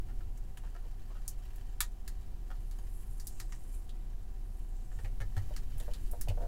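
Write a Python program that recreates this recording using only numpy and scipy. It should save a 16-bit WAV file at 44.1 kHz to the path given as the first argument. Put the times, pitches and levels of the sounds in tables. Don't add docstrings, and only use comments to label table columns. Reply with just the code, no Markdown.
import sys
import numpy as np
from scipy import signal
from scipy.fft import rfft, irfft, next_fast_len
from scipy.io import wavfile
from scipy.ndimage import uniform_filter1d, map_coordinates

SR = 44100
rng = np.random.default_rng(int(sys.argv[2]) if len(sys.argv) > 2 else 0)


def put_to_file(sound):
    columns = np.atleast_2d(sound).T
    safe = np.clip(columns, -1, 1)
    whole_steps = np.round(safe * 32767)
    wavfile.write(sys.argv[1], SR, whole_steps.astype(np.int16))


N = 285327
TIME = np.arange(N) / SR
RING_TIME = np.arange(SR // 4) / SR

# (frequency [Hz], level [dB])
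CRACK_SPECTRUM = [(3500, -29), (5500, -6.5), (7100, 2.5), (8500, -1.5), (10500, -1), (12500, -11.5),
                  (15000, -7)]
# (frequency [Hz], width [Hz], level [dB])
TIP_MODES = [(965, 70, -6), (1230, 104, -1), (1720, 95, -5), (1882, 48, 2.5), (1990, 1200, -7)]


def amp(db):
    return 10 ** (np.asarray(db) / 20)


def unit_rms(x):
    return x / np.sqrt(np.mean(x ** 2) + 1e-20)


def unit_burst(x):
    return x / np.sqrt(uniform_filter1d(x ** 2, 256).max() + 1e-20)


def curve_at(points, hz):
    knots_hz, values = np.transpose(points)
    return np.interp(np.log(hz + 1), np.log(knots_hz + 1), values)


def wobble(rate):
    return map_coordinates(rng.standard_normal(int(N * rate / SR) + 4), [TIME * rate])


def filtered(x, response):
    size = next_fast_len(len(x) + SR // 4)
    return irfft(rfft(x, size) * response(np.fft.rfftfreq(size, 1 / SR)), size)[:len(x)]


def noise(spectrum, swell=1):
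    return unit_rms(filtered(swell * rng.standard_normal(N), lambda hz: amp(curve_at(spectrum, hz))))


def coloured(x, spectrum, size=2048):
    cepstrum = irfft(np.log(amp(curve_at(spectrum, np.fft.rfftfreq(size, 1 / SR)))))
    cepstrum[1:size // 2] *= 2
    cepstrum[size // 2 + 1:] = 0
    return signal.fftconvolve(x, irfft(np.exp(rfft(cepstrum))))[:len(x)]


def resonated(x, modes):
    def response(hz):
        return sum((-1) ** k * amp(db) * 1j * hz * width / (centre ** 2 - hz ** 2 + 1j * hz * width)
                   for k, (centre, width, db) in enumerate(modes))
    return filtered(x, response)


def add(track, start_s, sound):
    part = track[round(start_s * SR):][:len(sound)]
    part += sound[:len(part)]


def cabin_click(direct_db, early_db=3, early_s=0.018):
    # (frequency [Hz], time to fall 60 dB [s])
    decay_times = [(500, 0.13), (1800, 0.12), (7000, 0.12), (14000, 0.086)]
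    hz, t, bins = signal.stft(rng.standard_normal(len(RING_TIME)), SR, nperseg=128)
    decay = amp(-60 * t / curve_at(decay_times, hz)[:, None])
    tail = signal.istft(bins * decay, SR, nperseg=128)[1][:len(RING_TIME)]
    tail *= amp(early_db * np.exp(-RING_TIME / early_s))
    return tail / np.linalg.norm(tail) + amp(direct_db) * (RING_TIME == 0)


def pressure_db(time_s):
    # (time [s], level [dB])
    pressures = [(0.0, 3), (0.7, -1), (2.5, 0.5), (4.7, 0), (5.1, 3.5), (5.6, 5), (5.9, 5), (6.3, 6)]
    return np.interp(time_s, *np.transpose(pressures))


def cabin_background(boom_db=-38, rumble_db=-55, murk_db=-65, air_db=-64, fan_db=-1, evenness=0.82):
    # (frequency [Hz], level [dB])
    boom_spectrum = [(7, -6), (11, -2.5), (19, -12), (26, -10), (32, 7), (37, -17), (47, -14.5), (62, -20),
                     (100, -79.5)]
    rumble_spectrum = [(35, -20), (55, -10.5), (72, 9), (95, 9.5), (125, 3), (160, -11), (260, -37)]
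    murk_spectrum = [(130, -12.5), (165, 0), (184, 2.5), (210, -3.5), (245, 1.5), (290, -9.5), (340, -4),
                     (480, -15.5), (900, -34)]
    air_spectrum = [(200, -8.5), (380, -19.5), (520, -16), (640, -19), (750, -9), (860, -22), (1200, -23),
                    (3000, -35), (14000, -43.5)]
    # (frequency [Hz], level [dB])
    fan_tones = [(339.1, -74), (387.6, -73), (775.2, -84.5), (974.4, -80)]
    boom = noise(boom_spectrum)
    boom_power = np.abs(uniform_filter1d(boom ** 2, 6000))
    low = amp(boom_db) * unit_rms(boom / boom_power ** (evenness / 2))
    low += amp(rumble_db) * noise(rumble_spectrum)
    low += amp(murk_db) * noise(murk_spectrum)
    fan = sum(amp(db + fan_db) * unit_rms(np.sin(2 * np.pi * hz * TIME + 0.67 * wobble(9)))
              for hz, db in fan_tones)
    return amp(pressure_db(TIME)) * low + amp(air_db) * noise(air_spectrum) + fan


def glue_ticks(per_second=4, level_db=-68.5, spread_db=5):
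    out = np.zeros(N)
    for when, size in rng.random((round(per_second * N / SR), 2)):
        tick = unit_burst(coloured(cabin_click(direct_db=-5), CRACK_SPECTRUM))
        add(out, when * N / SR, amp(level_db + spread_db * (2 * size - 1.5)) * tick)
    return out


def foil_swishes(gain_db=-1, width_octaves=0.21, grain_db=4, patchy_db=2):
    # (middle [s], length [s], level [dB], centre [Hz])
    brushes = [(2.75, .35, -70.5, 9900), (2.994, 0.15, -62.5, 10100), (3.198, .18, -64, 9600),
               (3.357, 0.14, -64, 8240), (3.54, 0.1, -65.5, 8050), (3.716, 0.19, -62.5, 9300),
               (4.558, 0.19, -70, 9500), (4.846, 0.2, -71.5, 7700), (5.01, 0.12, -70.5, 8300),
               (5.827, 0.089, -67, 11300), (6.107, .25, -69.5, 9600)]
    hiss = unit_rms(rng.standard_normal(N) * amp(grain_db * wobble(400)))
    hz, t, bins = signal.stft(hiss, SR, nperseg=256)
    power = 0
    for middle_s, length_s, db, centre_hz in brushes:
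        offset = np.log2((hz[:, None] + 1) / centre_hz) / width_octaves
        band = 1 / (1 + offset ** 2 + 0.0095 * offset ** 6)
        swell = np.exp(-(2 * (t - middle_s) / length_s) ** 2)
        power += amp(db + gain_db) ** 2 * band / band.mean() * swell
    patches = uniform_filter1d(rng.standard_normal(bins.shape), 4, axis=0)
    patches = unit_rms(uniform_filter1d(patches, 12, axis=1))
    return signal.istft(bins * np.sqrt(power) * amp(patchy_db * patches), SR, nperseg=256)[1][:N]


def glue_tearing(gain_db=1, creep_db=-73, grain_db=5, rise_s=0.086, fall_s=0.28):
    # (start [s], length [s], level [dB])
    pushes = [(0.55, 0.84, -73.5), (1.2, 0.47, -71), (2.0, 0.97, -74), (3.092, 0.58, -73),
              (5.278, 0.33, -64.5), (5.733, 0.21, -65.5)]
    power = amp(creep_db) ** 2
    for start_s, length_s, db in pushes:
        age = TIME - start_s
        push = np.clip(np.minimum(age / rise_s, 1 - (age - length_s) / fall_s), 0, 1)
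        power += (amp(db) * push) ** 2
    # (frequency [Hz], level [dB])
    glue_spectrum = [(300, 7.5), (900, 0), (1700, 1), (2600, 3.5), (4500, -1.5), (6300, -3.5), (9000, -4),
                     (14000, -8)]
    return amp(gain_db) * np.sqrt(power) * noise(glue_spectrum, swell=amp(grain_db * wobble(500)))


def rubbing(flutter_db=1.1):
    rub = (glue_tearing() + foil_swishes()) * amp(flutter_db * wobble(28))
    echo = cabin_click(direct_db=-6.5, early_db=10)
    return signal.fftconvolve(rub, echo / np.linalg.norm(echo))[:N]


def windscreen_thumps(pane_hz=95, t60_s=0.18, attack_s=0.0085, knock_db=-17):
    # (time [s], level [dB])
    jolts = [(5.035, -40), (5.206, -38), (5.369, -30), (6.287, -31)]
    knock_spectrum = [(80, -2), (220, -19), (340, -12), (700, -37), (2000, -32)]
    envelope = amp(-60 * RING_TIME / t60_s) * (1 - np.exp(-RING_TIME / attack_s))
    swing = unit_burst(np.sin(2 * np.pi * pane_hz * RING_TIME) * envelope)
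    out = np.zeros(N)
    for time_s, db in jolts:
        knock = unit_burst(coloured(cabin_click(direct_db=-6), knock_spectrum))
        add(out, time_s, amp(db) * (swing + amp(knock_db) * knock))
    return out


def blade_judders(first_stick_s=0.031, next_stick_s=0.016, attack_s=0.00067, scatter_db=2, scuff_db=-9):
    # (time [s], level [dB], jumps [count])
    runs = [(5.508, -48, 1), (5.804, -52.5, 1), (5.881, -43, 1), (6.134, -43, 1), (6.275, -43.5, 2),
            (6.375, -43.5, 5)]
    # (frequency [Hz], level [dB], time to fall 60 dB [s])
    blade_modes = [(490.7, -5, 0.19), (596, 4, 0.073), (690, 0.5, 0.076), (790, -35, 0.039),
                   (923, -14.5, 0.22)]
    scuff_spectrum = [(250, -26), (480, -1), (750, 7), (1100, -9), (1500, -6), (3000, -36)]
    attack = 1 - np.exp(-RING_TIME / attack_s)
    out = np.zeros(N)
    for time_s, db, jumps in runs:
        for jump in range(round(jumps)):
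            ring = 0
            for hz, mode_db, t60_s in blade_modes:
                decay = amp(mode_db + scatter_db * rng.normal() - 60 * RING_TIME / t60_s)
                ring += decay * np.sin(2 * np.pi * hz * RING_TIME)
            scuff = unit_burst(coloured(cabin_click(direct_db=-6.5), scuff_spectrum))
            add(out, time_s, amp(db) * (unit_burst(ring * attack) + amp(scuff_db) * scuff))
            time_s += next_stick_s if jump else first_stick_s
    return out


def blade_slips(body_db=-1, grip_db=-1, tip_db=-5, edge_db=-29, bite=4.4, length_s=0.017, catches=5):
    # (time [s], level [dB], body pitch [Hz])
    slips = [(0.087, -59, 1580), (0.207, -55.5, 1470), (0.637, -54.5, 1370), (0.663, -62, 1300),
             (0.751, -52.5, 1340), (0.839, -59.5, 990), (1.103, -57.5, 1240), (1.153, -56, 1280),
             (2.504, -49.5, 1420), (4.917, -59, 1580), (4.989, -51.5, 1660), (5.047, -49, 2080),
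             (5.204, -45.5, 1720), (5.367, -44.5, 1720), (6.285, -46, 2800), (6.419, -60.5, 1920)]
    # (frequency [Hz], width [Hz], level [dB])
    handle_modes = [(475, 153, 3.5), (785, 130, 4), (1300, 210, -2.5), (1910, 140, -46), (2800, 87, -13)]
    # (frequency [Hz], level [dB])
    edge_spectrum = [(1200, -22), (2400, -1), (3300, -2), (4200, 0), (5500, -6), (9000, -7), (14000, -13)]
    out = np.zeros(N)
    for time_s, db, hz in slips:
        impulses = 1. * (RING_TIME == 0)
        for when, size in rng.random((catches, 2)):
            add(impulses, length_s * when, np.array([0.6 * (0.5 + size)]))
        rasp = signal.fftconvolve(impulses, cabin_click(direct_db=-1.5))[:len(RING_TIME)]
        grip_mode = [(hz, 0.45 * hz, 0)]
        body = resonated(rasp, handle_modes)
        body += amp(grip_db) * resonated(resonated(rasp, grip_mode), grip_mode)
        body += amp(tip_db) * resonated(rasp, TIP_MODES)
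        edge = amp(edge_db + bite * pressure_db(time_s)) * unit_burst(coloured(rasp, edge_spectrum))
        add(out, time_s, amp(db) * (amp(body_db) * unit_burst(body) + edge))
    return out


def sticker_snaps(gain_db=-1, sharp_db=0.5, flap_db=-2.5, tip_db=2, delay_s=0.001):
    # (time [s], level [dB], brightness [dB], flap pitch [Hz], tip ring [dB])
    breaks = [(0.3745, -63, 1, 6100, -7), (0.5719, -55, -4, 2940, 0.5), (1.2785, -40.5, 4, 5650, -23),
              (1.559, -64, 7.5, 3500, -7), (1.8044, -30, 2, 3780, -4), (2.077, -48.5, 0, 4300, -4),
              (2.7113, -59, -1.5, 4200, -4.5), (3.198, -52.5, -3.5, 4800, -10),
              (3.2695, -45.5, 6, 4750, -26), (3.3997, -47, -2, 4460, -1.5), (3.5222, -59, -6, 5400, 8),
              (3.8924, -61.5, -9, 3400, -9), (5.5634, -49.5, -4.5, 4500, 0), (5.781, -61.5, 11, 9000, -6),
              (5.7994, -51, -2, 3460, -7), (5.9359, -52, -5.5, 3740, -6.5), (6.113, -57, 13, 9700, -27),
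              (6.211, -45.5, 8.5, 4900, -9)]
    # (frequency [Hz], level [dB])
    sharp_spectrum = [(8000, -7.5), (10500, -1.5), (12000, -1.5), (15000, -5)]
    out = np.zeros(N)
    for time_s, db, bright_db, flap_hz, ring_db in breaks:
        click = cabin_click(direct_db=-5)
        crack = unit_burst(coloured(click, CRACK_SPECTRUM))
        sharp = unit_burst(coloured(cabin_click(direct_db=-10.5), sharp_spectrum))
        flap_mode = [(flap_hz, 0.45 * flap_hz, 0)]
        flap = unit_burst(resonated(resonated(click, flap_mode), flap_mode))
        snap = crack + amp(sharp_db + bright_db) * sharp - amp(flap_db - bright_db) * flap
        snap = signal.sosfilt(signal.butter(4, 0.83 * flap_hz, 'highpass', fs=SR, output='sos'), snap)
        snap += amp(tip_db + ring_db) * unit_burst(resonated(cabin_click(direct_db=-0.5), TIP_MODES))
        add(out, time_s + delay_s, amp(db + gain_db) * snap)
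    return out


def scene():
    scraping = sticker_snaps() + blade_slips() + blade_judders() + windscreen_thumps() + rubbing()
    return (scraping + cabin_background() + glue_ticks())[None]


def record(dry):
    top_hz = 15800
    return filtered(dry[0], lambda hz: 1 / np.sqrt(1 + (hz / top_hz) ** 300))[None]


dry = scene()
out = record(dry)
put_to_file(out)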